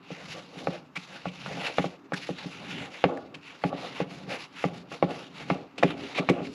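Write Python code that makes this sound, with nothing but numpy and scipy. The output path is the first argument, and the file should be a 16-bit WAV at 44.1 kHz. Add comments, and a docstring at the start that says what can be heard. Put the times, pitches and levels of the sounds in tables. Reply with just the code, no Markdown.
"""A plastic bowl knocks on a kitchen counter as a hand works stiff dough round it, near a small microphone.
Each knock cracks and rings the wall's modes; the weight lands a moment later as a dull counter thud.
Dough and skin slide on the floury wall: filtered friction noise hisses and drives bowl and counter modes.
Brief scuffs are bursts of noise about a bright centre; a short room tail and quiet kitchen air surround all."""
import sys
import numpy as np
from scipy import signal
from scipy.fft import rfft, irfft, next_fast_len
from scipy.io import wavfile
from scipy.ndimage import uniform_filter1d

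SR = 44100
rng = np.random.default_rng(int(sys.argv[2]) if len(sys.argv) > 2 else 0)


def dump(signal):
    """Clip the signal to [-1, 1] and save it as 16-bit WAV at the path in sys.argv[1]."""
    limited = np.clip(np.atleast_2d(signal).T, -1, 1)
    pcm = np.round(limited * 32767).astype(np.int16)
    wavfile.write(sys.argv[1], SR, pcm)


def level_to_linear(level):
    """Convert decibel levels to linear amplitude factors, elementwise."""
    exponent = np.asarray(level, float) / 20
    return 10 ** exponent


N = 288614

# Modes of the bowl wall. Each row: frequency in Hz, relative level in dB, time to decay 60 dB in seconds.
BOWL_MODES = [(344.7, -8.5, 0.14), (477.4, 2, 0.056), (544.5, 2, 0.062), (600, -10.5, 0.13),
              (699, 7.5, 0.035), (801, -2, 0.05), (826, -4.5, 0.09), (1146, 4, 0.04), (1298, -1.5, 0.041),
              (1430, -3.5, 0.039), (1730, -7, 0.028)]
# Modes of bowl and counter moving together. 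Each row: frequency in Hz, relative level in dB,
# time to decay 60 dB in seconds.
COUNTER_MODES = [(92.6, -22, 0.05), (177, 6.5, 0.075), (251, -9, 0.1), (282.7, 5.5, 0.057),
                 (396.6, -3, 0.098), (484, -13.5, 0.027)]
# Weight resting on the counter. Each row: time in seconds, hum in dB before its tone balance,
# counter tone in dB (higher favours the upper modes).
WEIGHT = [(0, -52, 2), (.18, -58, -4), (.3, -45, -12), (.48, -58, 0), (.6, -48, 4), (.9, -54, -4),
          (1.1, -59, -10), (1.4, -50, -9), (1.546, -39, -8), (1.68, -54, 0), (2.05, -56, 4),
          (2.55, -48, -2), (2.784, -38, -10), (2.94, -66, 2), (3.1, -54, 10), (3.35, -50, 0), (3.6, -62, 0),
          (3.72, -48, 6), (4.2, -45, -7), (4.3, -41, -2), (4.48, -62, -1), (4.734, -40, -5),
          (4.97, -55, -4), (5.08, -41, 2), (5.35, -52, 0), (5.47, -42, -4), (5.63, -43, 6), (5.7, -59, 3),
          (5.9, -42, 15), (5.98, -51, 20), (6.046, -41.5, 17), (6.12, -56, 8), (6.3, -44, 9),
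          (6.43, -52, 10), (6.48, -41, 20), (6.54, -48, 10)]


def unit_rms(x):
    """Scale a sound to an rms of 1."""
    return x / np.sqrt(np.mean(x ** 2))


def colour(x, points):
    """Shape a sound's spectrum by (Hz, dB) points, drawn over log frequency; rms 1."""
    hz, db = np.transpose(points)
    size = next_fast_len(len(x))
    f = np.maximum(np.arange(size // 2 + 1) * SR / size, 1)
    gain = level_to_linear(np.interp(np.log(f), np.log(hz), db))
    return unit_rms(irfft(rfft(x, size) * gain, size)[:len(x)])


def ring(modes, scatter_db=0., tilt_db=0., about_hz=700., detune=0., rise_ms=0.41):
    """Answer of a set of modes to a tap: decaying sines with stepped phases that take a moment to build."""
    hz, db, t60 = np.transpose(modes)[:, :, None]
    t = np.arange(SR // 4) / SR
    gain = level_to_linear(db + scatter_db + tilt_db * np.log2(hz / about_hz))  # tilt in dB per octave
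    lag = 0.75 * np.arange(len(hz))[:, None]  # radians
    # the second term cancels the jump at the start
    swing = np.sin(2 * np.pi * hz * (1 + detune) * t - lag) + np.sin(lag) * np.exp(-t * hz * 3)
    decay = np.exp(-np.log(1000) * t / t60)
    build = 1 - np.exp(-1000 * t / rise_ms)
    return build * np.sum(gain * decay * swing, axis=0)


def walk(rate):
    """Random levels held 1 / rate s and smoothed twice over that time; spread near 1."""
    k = int(SR / rate)
    held = np.repeat(rng.standard_normal(N // k + 1), k)
    return 1.25 * uniform_filter1d(uniform_filter1d(held, k), k)[:N]


def grit(flicker_db, rate):
    """Friction force: noise whose level wanders as the grip catches and slips."""
    return rng.standard_normal(N) * level_to_linear(flicker_db * walk(rate))


def follow(table):
    """Columns of a table as curves over time."""
    s, *columns = np.transpose(table)
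    return (np.interp(np.arange(N) / SR, s, c) for c in columns)


def swell(s, db, rise_s, fade_s):
    """Summed power of sounds that swell to a round peak at s and fade; times are for 20 dB."""
    t = np.arange(0, N + 64, 64) / SR
    s, db, rise_s, fade_s = (np.reshape(column, (-1, 1)) for column in (s, db, rise_s, fade_s))
    late = t - s
    slope = np.where(late < 0, -late / rise_s, late / fade_s)
    power = level_to_linear(db - 20 * slope ** 1.5) ** 2  # an exponent above 1 rounds the top
    return np.interp(np.arange(N) / SR, t, np.sum(power, axis=0))


def effort():
    """Gains of hiss, edge, flour, wall and counter: strokes slide and press, the foot grinds, weight rests."""
    # Strokes of dough along the wall. Each row: peak time in seconds, rubbing hiss in dB,
    # seconds to swell 20 dB, seconds to fade 20 dB, bright edge over the hiss in dB.
    strokes = [(0.137, -48.8, 0.13, 0.28, -10.6), (0.327, -46.1, 0.21, 0.17, -6.6),
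               (0.586, -49.9, 0.12, 0.25, -4.6), (0.738, -44.9, 0.07, 0.07, -13.6),
               (1.013, -50.7, 0.07, 0.18, -6.5), (1.13, -49.5, 0.07, 0.22, -9),
               (1.27, -47, 0.03, 0.05, -14), (1.41, -50, 0.25, 0.05, -8), (1.474, -45.0, 0.12, 0.33, -9.0),
               (1.658, -36, 0.1, 0.09, -11), (1.826, -44.7, 0.23, 0.14, -8.2),
               (2.174, -44.3, 0.03, 0.04, -4.4), (2.257, -45.8, 0.11, 0.12, -5.8),
               (2.407, -46.7, 0.13, 0.14, -11.0), (2.473, -51.5, 0.04, 0.87, -6.0),
               (2.845, -42.7, 0.44, 0.07, -11.4), (2.95, -46.0, 0.06, 0.28, -10.7),
               (3.49, -49.2, 0.12, 0.14, -10.6), (3.682, -49.0, 0.13, 0.04, -5.6),
               (3.856, -43, 0.18, 0.11, -11), (3.957, -40.3, 0.06, 0.11, -12.0),
               (4.134, -48.5, 0.08, 0.19, -7.2), (4.315, -37, 0.04, 0.09, -11), (4.35, -46, 0.1, 0.03, -7),
               (4.424, -42.8, 0.09, 0.06, -8.3), (4.63, -43, 0.13, 0.09, -9),
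               (4.763, -52.9, 0.08, 0.09, -4.6), (4.926, -46.8, 0.04, 0.09, -5.1),
               (5.04, -52, 0.03, 0.15, -9), (5.115, -47, 0.05, 0.25, -8.5), (5.37, -47.2, 0.05, 0.28, -8.8),
               (5.515, -46, 0.03, 0.12, -12), (5.908, -39.5, 0.13, 0.05, -13.3),
               (6.031, -45.4, 0.11, 0.32, -9.1), (6.17, -35, 0.045, 0.05, -20),
               (6.335, -48.2, 0.28, 0.23, -17.0), (6.446, -51.3, 0.04, 0.05, -8.0),
               (6.57, -59.9, 0.13, 0.03, 5.8)]
    # The loaded bowl grinds on its foot, mostly just after a knock. Each row: peak time in seconds,
    # wall hum in dB, seconds to swell 20 dB, seconds to fade 20 dB.
    grinds = [(0.14, -51, 0.03, 0.26), (0.324, -44.7, 0.07, 0.2), (0.711, -39.9, 0.22, 0.12),
              (1.154, -48.2, 0.07, 0.06), (1.28, -44, 0.04, 0.08), (1.678, -38.9, 0.21, 0.11),
              (1.88, -45, 0.2, 0.12), (2.199, -48.3, 0.09, 0.05), (2.494, -52.0, 0.09, 0.04),
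              (2.83, -43.5, 0.31, 0.13), (3.1, -36, 0.06, 0.19), (3.18, -38.5, 0.1, 0.04),
              (3.355, -47.1, 0.05, 0.04), (3.68, -38, 0.05, 0.4), (4.03, -50, 0.05, 0.5),
              (4.322, -39.4, 0.06, 0.09), (4.69, -41, 0.05, 0.2), (4.93, -43, 0.02, 0.06),
              (5.1, -36, 0.08, 0.18), (5.384, -47.0, 0.05, 0.1), (5.565, -40.1, 0.13, 0.13),
              (5.912, -40.4, 0.15, 0.25), (6.195, -33, 0.05, 0.05), (6.32, -34, 0.04, 0.18),
              (6.385, -37, 0.1, 0.08)]
    rest_db, rest_edge_db = -72, -77.5  # hand lying still
    drag_db = -10  # wall hum over the hiss
    stroke_push_db, grind_push_db = -11, -9  # counter hum over the hiss, and over a grind's wall hum

    s, db, rise_s, fade_s, edge_db = np.transpose(strokes)
    rub = swell(s, db, rise_s, fade_s) + level_to_linear(rest_db) ** 2
    edge = swell(s, db + edge_db, rise_s, fade_s) + level_to_linear(rest_edge_db) ** 2
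    # flour hiss is -71.5 dB at an edge of -57 dB and moves 1.25 dB per dB of the edge
    flour = level_to_linear(-71.5 + 1.25 * (10 * np.log10(edge) + 57))
    grind = swell(*np.transpose(grinds))
    drag = level_to_linear(drag_db) ** 2 * rub + grind
    weight_db, tone_db = follow(WEIGHT)
    load = level_to_linear(weight_db) ** 2 + level_to_linear(stroke_push_db) ** 2 * rub + level_to_linear(grind_push_db) ** 2 * grind
    return np.sqrt(rub), np.sqrt(edge), flour, np.sqrt(drag), np.sqrt(load), tone_db


def patchy(x, patch_db, rate):
    """The contact patch wanders over the wall, so each third-octave swells and fades on its own."""
    edges = 700 * 2 ** np.arange(0, 3.7, 1 / 3)  # Hz
    out = np.zeros(N)
    for k, (lo, hi) in enumerate(zip(edges, edges[1:])):
        band = signal.sosfilt(signal.butter(2, [lo, hi], "band", fs=SR, output="sos"), x)
        gain = level_to_linear(patch_db * walk(rate) - patch_db ** 2 / 8)
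        out += (-1) ** k * gain * band  # neighbouring bands have opposite sign
    return out


def rubbing():
    """Sliding dough hisses; its drag sets the wall and the counter humming."""
    # Spectra of the rubbing hiss, its bright edge and the fine flour.
    # Each row: frequency in Hz, relative density in dB per Hz.
    rub_spectrum = [(530, -13.5), (900, -6), (1010, -12.5), (1110, -9.5), (1310, -8.5), (1410, -6.5),
                    (1580, -9.5), (1860, -8.5), (2010, -6), (2770, -3.5), (4000, -20), (5200, -65.5),
                    (8800, -120)]
    edge_spectrum = [(2120, -58), (3600, -1), (4530, 0), (7070, -10.5), (9000, -27), (11700, -37),
                     (19800, -120)]
    flour_spectrum = [(5410, -68), (9200, -11.5), (9790, -8), (10400, -6.5), (10800, -5.5), (11500, -17),
                      (13000, -26), (15800, -60), (22000, -120)]
    rub, edge, flour, drag, load, tone_db = effort()

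    grip = grit(1.98, 60) * level_to_linear(1.5 * walk(300))
    slide = rub * colour(grip, rub_spectrum) + edge * colour(grip, edge_spectrum)
    hiss = patchy(slide, 2.2, rate=18) + flour * colour(grip, flour_spectrum)

    wall = unit_rms(signal.fftconvolve(grit(3.76, 30), ring(BOWL_MODES, tilt_db=-5.0))[:N])
    # pressing near the rim favours the higher counter modes
    deep = unit_rms(signal.fftconvolve(grit(1.65, 25), ring(COUNTER_MODES[:2]))[:N])
    high = unit_rms(signal.fftconvolve(grit(1.65, 25), ring(COUNTER_MODES[2:]))[:N])
    counter = level_to_linear(-tone_db / 2 - 4.5) * deep + level_to_linear(tone_db / 2 - 3.5) * high
    return hiss + drag * wall + load * counter


def kitchen_air():
    """Steady quiet background of the kitchen: coloured noise."""
    # Spectrum of the air. Each row: frequency in Hz, relative density in dB per Hz.
    air_spectrum = [(25, 4), (100, -9), (180, -14), (270, 3), (450, -11), (1200, -7), (3500, -34),
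                    (9000, -50), (12000, -65)]
    return level_to_linear(-56.5) * colour(rng.standard_normal(N), air_spectrum)


def add(out, s, x, db):
    """Mix x in at time s with the given peak."""
    i = int(s * SR)
    out[i:i + len(x)] += (x * level_to_linear(db) / np.max(np.abs(x)))[:len(out) - i]


def push(ms):
    """Force of a contact lasting ms: one raised-cosine bump."""
    return np.hanning(max(int(ms * SR / 1000), 1) + 2)


def knocks():
    """The foot strikes, cracks and rings the wall; the weight lands after it and the counter thuds."""
    # Knocks of the bowl. Each row: start in seconds, wall ring peak in dB, crack peak in dB,
    # wall tone in dB per octave, settling thud peak in dB.
    blows = [(.104, -29, -40, -12, -29.5), (.224, -45, -38, -13, -42), (.558, -38, -42, -8, -32.5),
             (.6711, -14, -21, -3, -21.5), (.962, -28.5, -35, 12, -34.5), (1.2555, -20, -32, 4, -24.5),
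             (1.4612, -34.5, -22.5, -7, -36), (1.512, -31, -34, 6, -40), (1.572, -29, -46, 2, -33),
             (1.7832, -12, -12.5, -1.5, -18), (1.842, -16.5, -42, -6.5, -23.5), (2.1207, -20, -27, -3, -23),
             (2.2905, -19.5, -42, -10.5, -23.5), (2.446, -44, -57, -4, -25.5),
             (3.0399, -8.5, -9.5, -6.5, -13.5), (3.6378, -12, -19, 0, -16), (3.7279, -21.5, -48, -3, -25),
             (4.002, -15.5, -20.5, -7.5, -20), (4.265, -56, -45, 0, -34), (4.6404, -12.5, -15, -4, -17),
             (4.9164, -28, -36, 6.5, -36.5), (5.0259, -8.5, -11, -5, -15.5), (5.5004, -12, -13, 0, -16.5),
             (5.7819, -28.5, -36, -2, -34), (5.8265, -11.5, -30, 7.5, -32), (5.8322, -8, -11, -6, -10.5),
             (6.1853, -16.5, -40.5, -2, -18), (6.2883, -12, -10, -3, -11), (6.3005, -12, -34, -26, -36),
             (6.4045, -24, -45, -8, -24)]
    # Spectrum of the crack. Each row: frequency in Hz, relative density in dB per Hz.
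    crack_spectrum = [(800, 6), (1500, -3), (2300, 3), (3200, -11), (5000, -22), (8000, -50), (10500, -54),
                      (15000, -85)]
    settle_s = 0.0105  # from strike to thud
    scatter_db, detune = 2.5, 0.012  # spread of mode levels and of relative mode frequencies

    out, t = np.zeros(N), np.arange(SR // 10) / SR
    # the crack opens in 0.6 ms, then dies away fast with a weaker, slower tail
    onset = np.sin(np.pi / 2 * np.minimum(t / 0.0006, 1)) ** 2
    snap = onset * (np.exp(-t / 0.0013) + 0.3 * np.exp(-t / 0.011))
    for s, wall_peak_db, crack_db, wall_tilt_db, thud_db in blows:
        # hand and dough load the wall a little differently at every blow
        level_draw, pitch_draw = rng.standard_normal((2, len(BOWL_MODES), 1))
        wall = ring(BOWL_MODES, scatter_db * level_draw, wall_tilt_db, detune=detune * pitch_draw, rise_ms=1.3)
        add(out, s, np.convolve(wall, push(0.3)), wall_peak_db)

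        add(out, s, snap * colour(rng.standard_normal(len(t)), crack_spectrum), crack_db)

        weight_s, _, weight_tone_db = np.transpose(WEIGHT)
        thud_tilt_db = -4 + 0.75 * np.interp(s, weight_s, weight_tone_db)
        thud = ring(COUNTER_MODES, tilt_db=thud_tilt_db, about_hz=220., rise_ms=6.)
        add(out, s + settle_s, np.convolve(thud, push(1.13)), thud_db)
    return out


def scuffs():
    """Short bursts of friction, each about its own bright centre: they build, crackle and let go."""
    # Quick scuffs of knuckle or dough on the wall. Each row: start in seconds, level in dB before
    # the envelope, centre in Hz, hold in ms, time to fade 20 dB in ms.
    bursts = [(0.951, -34.5, 2270, 19, 9.9), (1.276, -44, 2670, 8, 8), (1.409, -44, 2000, 1.5, 5.5),
              (1.457, -42, 1430, 6.8, 39), (2.1305, -28.5, 1660, 7, 15), (2.168, -44, 2420, 5, 8),
              (3.167, -46, 1730, 4.5, 17), (3.339, -38, 2480, 8, 10), (3.618, -43, 1720, 1.5, 3.3),
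              (4.288, -41.5, 2240, 42, 11), (5.381, -40, 3500, 1.5, 7.1), (5.779, -33, 2580, 1.5, 34),
              (5.827, -26.5, 2470, 5, 12), (6.144, -40, 2440, 39, 13), (6.171, -30.5, 2320, 17, 12),
              (6.288, -26.5, 2260, 6, 16.5), (6.44, -47.5, 2280, 8.2, 11)]
    out, ms = np.zeros(N), np.arange(SR // 5) / SR * 1000
    for s, db, hz, hold_ms, fade_ms in bursts:
        # the grip changes every millisecond
        grip = level_to_linear(2.5 * rng.standard_normal(200))[ms.astype(int)]
        centre = [(.6 * hz, -16), (.86 * hz, -9), (hz, 0), (1.16 * hz, -9), (1.7 * hz, -17)]
        spectrum = [(200, -24), *centre, (8000, -32), (10500, -39), (15000, -70)]
        tone = colour(rng.standard_normal(len(ms)) * grip, spectrum)
        rise_ms = min(0.8 * hold_ms, 6.5)
        fade = level_to_linear(-20 * np.maximum(ms - rise_ms - hold_ms, 0) / fade_ms)
        shape = np.minimum(ms / rise_ms, 1) ** 2 * fade
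        i = int(s * SR)
        out[i:i + len(ms)] += (level_to_linear(db) * shape * tone)[:N - i]
    return out


def room(x):
    """Short diffuse tail of the kitchen walls: decaying noise after a 4 ms gap."""
    t60_s, level_db = 0.31, -13.5
    t = np.arange(SR // 2) / SR
    noise = colour(rng.standard_normal(len(t)), [(100, 4.5), (2000, -13.5), (10000, -0.5)])
    tail = noise * np.exp(-np.log(1000) * t / t60_s) * (t > .004)
    tail = tail / np.sqrt(np.sum(tail ** 2))
    return level_to_linear(level_db) * signal.fftconvolve(x, tail)[:N]


def scene():
    """Everything reaches both channels alike."""
    bowl = rubbing() + knocks() + scuffs()
    return np.tile(bowl + room(bowl) + kitchen_air(), (2, 1))


def roll_off(x):
    """The treble ends steeply here."""
    return signal.sosfilt(signal.butter(12, 15400, fs=SR, output="sos"), x)


def record(dry):
    """The capsule drops deep bass and the housing notches the treble; faint steady high noise,
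    independent in left and right, is mixed in."""
    notch_hz, notch_width_hz, low_cut_hz, high_noise_db = 9050, 700, 120, -89
    x = signal.lfilter(*signal.iirnotch(notch_hz, notch_hz / notch_width_hz, SR), dry)
    x = signal.sosfilt(signal.butter(3, low_cut_hz, "high", fs=SR, output="sos"), x)
    noise_spectrum = [(6000, -24), (10000, -9), (12000, 5), (14000, -5), (15500, -21), (22000, -90)]
    high_noise = np.array([colour(rng.standard_normal(N), noise_spectrum) for _ in range(2)])
    mix = x + level_to_linear(high_noise_db) * high_noise
    return roll_off(mix)


dry = scene()
out = record(dry)
dump(out)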